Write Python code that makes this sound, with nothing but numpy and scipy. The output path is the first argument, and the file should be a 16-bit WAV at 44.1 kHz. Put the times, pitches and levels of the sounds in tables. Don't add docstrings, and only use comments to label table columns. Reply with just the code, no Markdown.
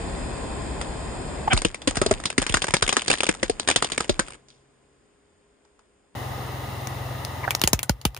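import sys
import numpy as np
from scipy import signal
from scipy.fft import rfft, irfft
from scipy.io import wavfile
from scipy.ndimage import uniform_filter1d

SR = 44100
rng = np.random.default_rng(int(sys.argv[2]) if len(sys.argv) > 2 else 0)


def waveform_to_disk(signal):
    frames = np.transpose(np.atleast_2d(signal))
    scaled = np.clip(frames, -1, 1) * 32767
    samples = np.round(scaled).astype(np.int16)
    wavfile.write(sys.argv[1], SR, samples)


N = 361575

# start_s, end_s, playing_speed (share of full), top_hz (stopband edge as heard),
# scatter_rad (phase spread between ears), engine_cycle_hz (as heard), firing_s (moment of one firing)
PASSAGES = [(0, 6.145, 0.5007, 10270, 0.85, 10.52, .06), (6.151, 8.2, 0.99, 17500, 0.26, 21.37, 6.18)]
SECOND_START_S = PASSAGES[1][0]

# time_s, level_db (before resonances and ports)
ENGINE_NOISE_LEVEL = [(0, -31.5), (1.45, -33), (1.75, -48.5), (2.1, -35), (2.35, -48), (3.4, -45),
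                      (4.3, -46), (4.42, -60), (4.7, -61.5), (6.142, -64), (6.152, -35.5), (7.45, -36.5),
                      (7.7, -45), (7.95, -55)]
# multiple (of the engine cycle), level_db (relative)
FIRING_ORDERS = [(3, -9), (4, -5), (5, -3), (6, 0)]
# (per Hz, relative)
IDLING_COLOUR = [(30, -13.5), (60, -7.5), (130, -7.5), (350, -11.5), (700, -14), (1200, -21.5), (2200, -25),
                 (3600, -28), (6200, -36), (7500, -27.5), (9000, -30)]
# (per Hz, relative)
DULL_COLOUR = [(30, -4), (60, 1.5), (130, -8), (250, -1.5), (450, -4), (1000, -13), (1500, -13.5),
               (6200, -25), (7500, -17), (9000, -20)]
# pitch_hz (as heard), added_gain_db, passage (0 half speed, 1 full)
WHINES = [(1046, 1.5, 0), (1232, 4.1, 1)]
# (level_db at IDLING_DB, dB lost for each dB the noise sinks below it)
FIRING_FOLLOW, IDLING_DB = [(-38, 1.8), (-33, 0.68)], -33.5
DULLING_MIDDLE_S = 3.0

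# start_s, snap_peak_db (before the ports)
TICKS = [(0.813, -9), (1.565, -11.5), (1.5747, -2), (1.618, -6), (1.7441, -13), (1.8177, -19), (1.909, -9),
         (1.9552, -11.5), (2.2, -17), (2.237, -13.5), (2.2548, -3.5), (2.301, -8), (2.326, -14.5),
         (2.4171, -3), (2.425, -6.5), (2.4651, -3.5), (2.522, -7), (2.5693, -2.5), (2.619, -4.5),
         (2.624, -9), (2.6409, 0), (2.668, -11.5), (2.706, -8), (2.766, -5), (2.877, -4.5), (2.8912, 1.5),
         (2.9257, 0.5), (2.967, 7), (3.018, -8), (3.06, -16.5), (3.072, -15.5), (3.1128, 0.5),
         (3.129, -0.5), (3.137, -1.5), (3.1832, -16), (3.2049, 0), (3.2319, 2.5), (3.266, -4), (3.348, -13),
         (3.5961, -3.5), (3.675, -2.5), (3.686, 4), (3.7, 5), (3.7111, 0), (3.8238, 3), (3.8446, 0.5),
         (3.8994, -14.5), (3.9185, -0.5), (3.9775, -1), (4.0044, -1), (4.043, -16), (4.266, -28),
         (6.871, -16), (7.249, -11.5), (7.5068, -2.5), (7.5496, -0.5), (7.595, -21), (7.6154, 1),
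         (7.675, 3.5), (7.791, -10), (7.8304, -6.5), (8.014, -26), (8.146, -21.5), (8.165, -18),
         (8.174, -21.5)]
# start_s, snap_peak_db (before the ports), shell_peak_db (before the left-right
# tilt), shell_pitch_hz (as heard, before tuning scatter), thump_db (before its rise and decay)
CRACKS = [(1.53, 1.5, -12.5, 230, -10), (1.6484, -0.5, -10.5, 315, -23.5), (1.874, 1.5, -10.5, 306, -21.5),
          (1.9689, -4.5, -17.5, 436, -21.5), (2.015, -1, -7, 382, -23), (2.0616, -4, -10, 434, -24),
          (2.1105, 4, -5, 383, -18.5), (2.3792, 1, -11, 249, -20), (2.494, -4.5, -28, 300, -20.5),
          (2.541, 3, -15.5, 588, -20.5), (2.682, -8.5, -18, 565, -27), (2.738, 4.5, -9.5, 375, -33),
          (2.823, 6, -29, 336, -21), (3.0798, 0.9, -25, 332, -31), (3.1003, 3.5, -9, 497, -35.5),
          (3.289, 4.5, -8, 310, -32), (3.4293, 1, -13.5, 343, -27), (3.4964, -3.5, -7.5, 433, -30.5),
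          (3.76, 5, -18.5, 485, -32), (4.094, -0.5, -6, 370, -21), (4.1927, 2, -15, 334.6, -31.5),
          (7.6372, 1, -23, 330, -15), (7.7311, 3, -14.5, 650, -12.5), (7.8942, 0, -11, 900, -11.5),
          (8.0518, 0, -13.5, 795, -12.5)]
# (per Hz, relative)
SNAP_COLOUR = [(130, -26.5), (400, -8), (800, -4.5), (1600, -11), (4800, -10.5), (13000, -14.5),
               (16000, -7.5)]
PIECE_HZ, PIECE_DB = (2180, 8960), 6
KNOCK_DB, KNOCK_SETTLED_HZ, KNOCK_EXTRA_HZ, KNOCK_T60_S = -14.5, 243, 900, 0.031
SHED_DB, SHED_T60_S = (-32.5, -55), 0.27

# start_s, end_s, slip_hz, partials (count),
# level_db (before swell and grip), loudest (share of its length)
CREAKS = [(1.474, 1.492, 862, 1, -17.5, 0.25), (1.5, 1.536, 779, 4, -16.5, 0.83),
          (7.428, 7.461, 1000, 2, -27, 0.59), (7.475, 7.495, 800, 2, -23, .2)]
# multiple (of shell pitch), level_db (relative), t60_cycles
SHELL_MODES = [(.62, -6, 9.0), (1, 1, 12.5), (1.55, -1.5, 20)]

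# start_s, pitch_hz (as heard), level_db (at the start, before waver), t60_s
HUMS = [(4.25, 133.4, -56, 2.66), (4.3, 409, -66.5, 26)]
# start_s, peak_db (before the ports), pitch_hz (as heard)
SETTLING = [(4.251, -38, 7090), (4.485, -34.5, 5240), (4.503, -36.5, 3670), (5.65, -47, 937),
            (5.792, -42.5, 1073)]
SETTLE_CYCLES = 26
ROCK_DB, ROCK_T60_S = -14.5, 0.35
BOUNCE_S, BOUNCE_GAP_S, BOUNCE_SHRINK = 4.282, .0222, .74
BOUNCE_DB, BOUNCE_LOSS_DB = -19.5, 2

# pitch_hz (at full speed), likeness (0 to 1)
PORT_LIKENESS = [(120, 0.92), (1000, 0.4), (3000, 0.25), (6000, 0.35), (7200, 0.77), (11000, 0.95)]
LAG_FROM_HZ, LAG_S = 6160, .000254
CUTOFF_HZ = 16950


def amp(db):
    return 10 ** (np.asarray(db) / 20)


def rms_one(x):
    return x / np.sqrt(np.mean(x ** 2) + 1e-20)


def peak_one(x):
    return x / np.max(np.abs(x))


def at_hz(points, hz):
    table_hz, values = np.array(points).T
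    return np.interp(np.log(hz + 1), np.log(table_hz), values)


def coloured(spectrum, size, speed=1, ripple_db=0):
    hz = np.fft.rfftfreq(size, 1 / SR) / speed
    ripple = np.interp(hz, np.linspace(0, SR, 220), rng.standard_normal(220))
    shape = amp(at_hz(spectrum, hz) + ripple_db * ripple) * (hz > 25)
    white = rng.standard_normal((2, size))
    return rms_one(irfft(rfft(white) * shape, size))


def resonance(x, hz, q):
    return signal.lfilter(*signal.iirpeak(hz, q, SR), x)


def add(into, s, sound):
    i = round(s * SR)
    into[:, i:i + sound.shape[1]] += sound[:, :N - i]


def passage_at(s):
    return (np.asarray(s) >= SECOND_START_S).astype(int)


def speed_at(s):
    passage = PASSAGES[int(s >= SECOND_START_S)]
    return passage[2], passage[4]


def firing(cycle_hz, firing_s):
    t, out = np.arange(N) / SR, 0
    for k, db in FIRING_ORDERS:
        waver = np.interp(t, np.linspace(0, t[-1], 70), rng.standard_normal(70))
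        sweep_rad = 0.33 * (k - 6) ** 2
        out = out + amp(db + 1.8 * waver) * np.cos(2 * np.pi * k * cycle_hz * (t - firing_s) - sweep_rad)
    return rms_one(out)


def whining(noise, passage):
    for hz, db, heard_in in WHINES:
        if round(heard_in) == passage:
            noise = noise + amp(db) * resonance(noise, hz, hz / 25)
    return noise


def engine(firing_db, noise_db):
    t = np.arange(N) / SR
    full = t >= SECOND_START_S
    dulling = np.clip((t - DULLING_MIDDLE_S) / 3 + .5, 0, 1)
    idling_noise = coloured(IDLING_COLOUR, N, ripple_db=3.5)
    dull_noise = coloured(DULL_COLOUR, N)
    slow_noise = whining(np.sqrt(1 - dulling) * idling_noise + np.sqrt(dulling) * dull_noise, passage=0)
    full_noise = whining(coloured(IDLING_COLOUR, N, 1.957, ripple_db=2.5), passage=1)
    noise = np.where(full, full_noise, slow_noise)
    tones = np.where(full, firing(*PASSAGES[1][5:]), firing(*PASSAGES[0][5:]))
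    return amp(noise_db) * noise + amp(firing_db) * tones * [[1], [.6]]


def piece(x, speed):
    hz = speed * np.exp(rng.uniform(*np.log(PIECE_HZ)))
    return x + amp(PIECE_DB) * resonance(x, hz, 4.5)


def snaps(table, tear_s, tail_db):
    out = np.zeros((2, N))
    for s, snap_db, *_ in table:
        speed = speed_at(s)[0]
        t = np.arange(5000) / SR * speed
        tear = tear_s * rng.uniform(.8, 1.3)
        fractures = np.repeat(amp(3.33 * np.minimum(rng.exponential(1, 250), 3)), 20)
        fall_db = -6.0 * t / tear - 60 * np.maximum(t - tear, 0) / 0.0061
        burst = fractures * (1 - np.exp(-t / .0004)) * amp(fall_db)
        crack = coloured(SNAP_COLOUR, 5000, speed, ripple_db=2.0)
        echo = coloured(SNAP_COLOUR, 5000, .45 * speed, ripple_db=3.5)
        dull_echo = signal.lfilter([1], [1, -.6], echo)
        tail = amp(tail_db - 60 * t / speed ** 0.6 / 0.069) * dull_echo
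        snap = piece(burst * crack + np.sqrt(fractures) * tail, speed)
        add(out, s, amp(snap_db) * peak_one(snap))
    return out


def knocks():
    out = np.zeros((2, N))
    for (s, db), (tuning, strength, ear) in zip(TICKS, rng.standard_normal((len(TICKS), 3))):
        speed, scatter = speed_at(s)
        t = np.arange(4000) / SR * 2 * speed
        drop_cycles = KNOCK_EXTRA_HZ * 0.00403 * (1 - np.exp(-t / .004))
        cycles = amp(2.5 * tuning) * (KNOCK_SETTLED_HZ * t + drop_cycles)
        level = amp(db + KNOCK_DB + 2 * strength - 60 * t / KNOCK_T60_S)
        wave = np.sin(2 * np.pi * cycles + scatter * ear * np.array([[1], [0]]))
        add(out, s, level * wave * (1 - np.exp(-t / 0.0037)))
    return out


def shedding():
    energy = np.zeros(N)
    for s, snap_db, *_ in CRACKS + TICKS:
        energy[round(s * SR)] = amp(2 * (snap_db + SHED_DB[passage_at(s)]))
    decay = amp(-120 / (SHED_T60_S * SR))
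    return np.sqrt(signal.lfilter([1], [1, -decay], energy + 1e-18))


def splinters(level):
    strength = amp(4.0 * np.minimum(rng.exponential(1, (4, N)), 3))
    clicks = (rng.random((4, N)) < 60 / SR) * strength
    bursts = signal.lfilter([1], [1, -amp(-60 / (0.005 * SR))], clicks) + 0.012
    crackle = sum(b * piece(piece(coloured(SNAP_COLOUR, N, 0.49), 0.8), .5) for b in bursts)
    return level * rms_one(crackle)


def creaks():
    out = np.zeros((2, N))
    for start, end, hz, partials, db, loudest in CREAKS:
        size = round((end - start) * SR)
        wobble, grip = rms_one(uniform_filter1d(rng.standard_normal((2, size)), size=70))
        turn = 2 * np.pi * np.cumsum(hz * (1 + .1 * wobble)) / SR
        squeak = sum(np.sin(k * turn + rng.uniform(0, 6.7, (2, 1))) for k in range(1, round(partials) + 1))
        swell = np.interp(np.arange(size) / size, [0, np.clip(loudest, 0, 1), 1], [0, 1, 0])
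        add(out, start, amp(db + 3.5 * grip) * rms_one(squeak) * swell)
    return out


def booms():
    out, t = np.zeros((2, N)), np.arange(8000) / SR
    rise = 1 - np.exp(-t / 0.004)
    for s, _, shell_db, pitch_hz, _ in CRACKS:
        scatter = speed_at(s)[1]
        turn, strength, tuning, *ears = rng.standard_normal((5, len(SHELL_MODES)))
        shell = 0
        for k, (ratio, db, cycles) in enumerate(SHELL_MODES):
            phase = 3 * turn[k] + scatter * np.array(ears)[:, k, None]
            wave = np.sin(2 * np.pi * pitch_hz * ratio * amp(.3 * tuning[k]) * t + phase)
            shell = shell + wave * amp(db + 2 * strength[k] - 60 * t * pitch_hz * ratio / cycles)
        add(out, s, amp(shell_db) * peak_one(rise * shell))
    return out


def thumps():
    out, t = np.zeros((2, N)), np.arange(8000) / SR
    for s, *_, db in CRACKS:
        speed, scatter = speed_at(s)
        own = t * speed ** 0.78
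        cycles = 55 * own + 420 * .0055 * (1 - np.exp(-own / 0.006))
        wave = np.sin(2 * np.pi * cycles + 0.78 * scatter * np.array([[1], [-1]]))
        add(out, s, (1 - np.exp(-own / 0.0022)) * wave * amp(db - 60 * own / 0.13))
    return out


def hums():
    out = np.zeros((2, N))
    for start, hz, db, t60 in HUMS:
        t = np.arange(round((PASSAGES[0][1] - start) * SR)) / SR
        waver = np.interp(t, np.linspace(0, 2, 24), rng.standard_normal(24))
        tone = amp(db - 60 * t / t60 + 1.7 * waver) * np.sin(2 * np.pi * hz * t)
        add(out, start, tone * np.ones((2, 1)))
    return out


def settling():
    out, t = np.zeros((2, N)), np.arange(9000) / SR
    for s, db, hz in SETTLING:
        rattle = np.repeat(amp(5.2 * np.minimum(rng.exponential(1, 90), 2) - 6.5), 100)
        level = amp(-60 * t * hz / SETTLE_CYCLES) + rattle * amp(ROCK_DB - 60 * t / ROCK_T60_S)
        scratch = rng.standard_normal((2, len(t))) * level
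        add(out, s, amp(db) * peak_one(0.18 * scratch + resonance(scratch, hz, 2.6)))
    return out


def bounces():
    touch = np.arange(7)
    s = BOUNCE_S + BOUNCE_GAP_S * (1 - BOUNCE_SHRINK ** touch) / (1 - BOUNCE_SHRINK)
    return np.transpose([s, BOUNCE_DB - BOUNCE_LOSS_DB * touch])


def ports(shared, apart, speed):
    hz = np.fft.rfftfreq(len(shared), 1 / SR) / speed
    alike = np.clip(at_hz(PORT_LIKENESS, hz), 0, 1)
    mid = np.sqrt((1 + alike) / 2) * rfft(shared)
    side = np.sqrt((1 - alike) / 2) * rfft(apart)
    lag = np.exp(-2j * np.pi * LAG_S * np.maximum(hz - LAG_FROM_HZ, 0))
    left = (mid + side) * amp(2.5 * (1 - alike)) * lag
    return irfft([left, mid - side], len(shared))


def scene():
    t = np.arange(N) / SR
    noise_db = np.interp(t, *np.transpose(ENGINE_NOISE_LEVEL))
    idle_db, follow = np.transpose(FIRING_FOLLOW)[:, passage_at(t)]
    firing_db = idle_db + follow * (noise_db - IDLING_DB)
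    breaking = snaps(CRACKS, tear_s=0.0026, tail_db=-13) + snaps(TICKS, tear_s=0.0016, tail_db=-17)
    debris = splinters(shedding()) + snaps(bounces(), tear_s=0.0012, tail_db=-27.5) + settling()
    air = engine(firing_db, noise_db) + breaking + debris + creaks()
    out = booms() * amp([[1.2], [-1.2]]) + thumps() + knocks() + hums()
    for start, end, speed, *_ in PASSAGES:
        part = slice(round(start * SR), round(end * SR))
        out[:, part] += ports(*air[:, part], speed)
    return out


def record(dry):
    out = np.tanh(dry)
    for start, end, _, top_hz, *_ in PASSAGES:
        part = slice(round(start * SR), round(end * SR))
        passage_cut = signal.cheby2(14, 55, top_hz, fs=SR, output="sos")
        out[:, part] = signal.sosfilt(passage_cut, out[:, part])
    return signal.sosfilt(signal.cheby2(12, 70, CUTOFF_HZ, fs=SR, output="sos"), out)


dry = scene()
out = record(dry)
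waveform_to_disk(out)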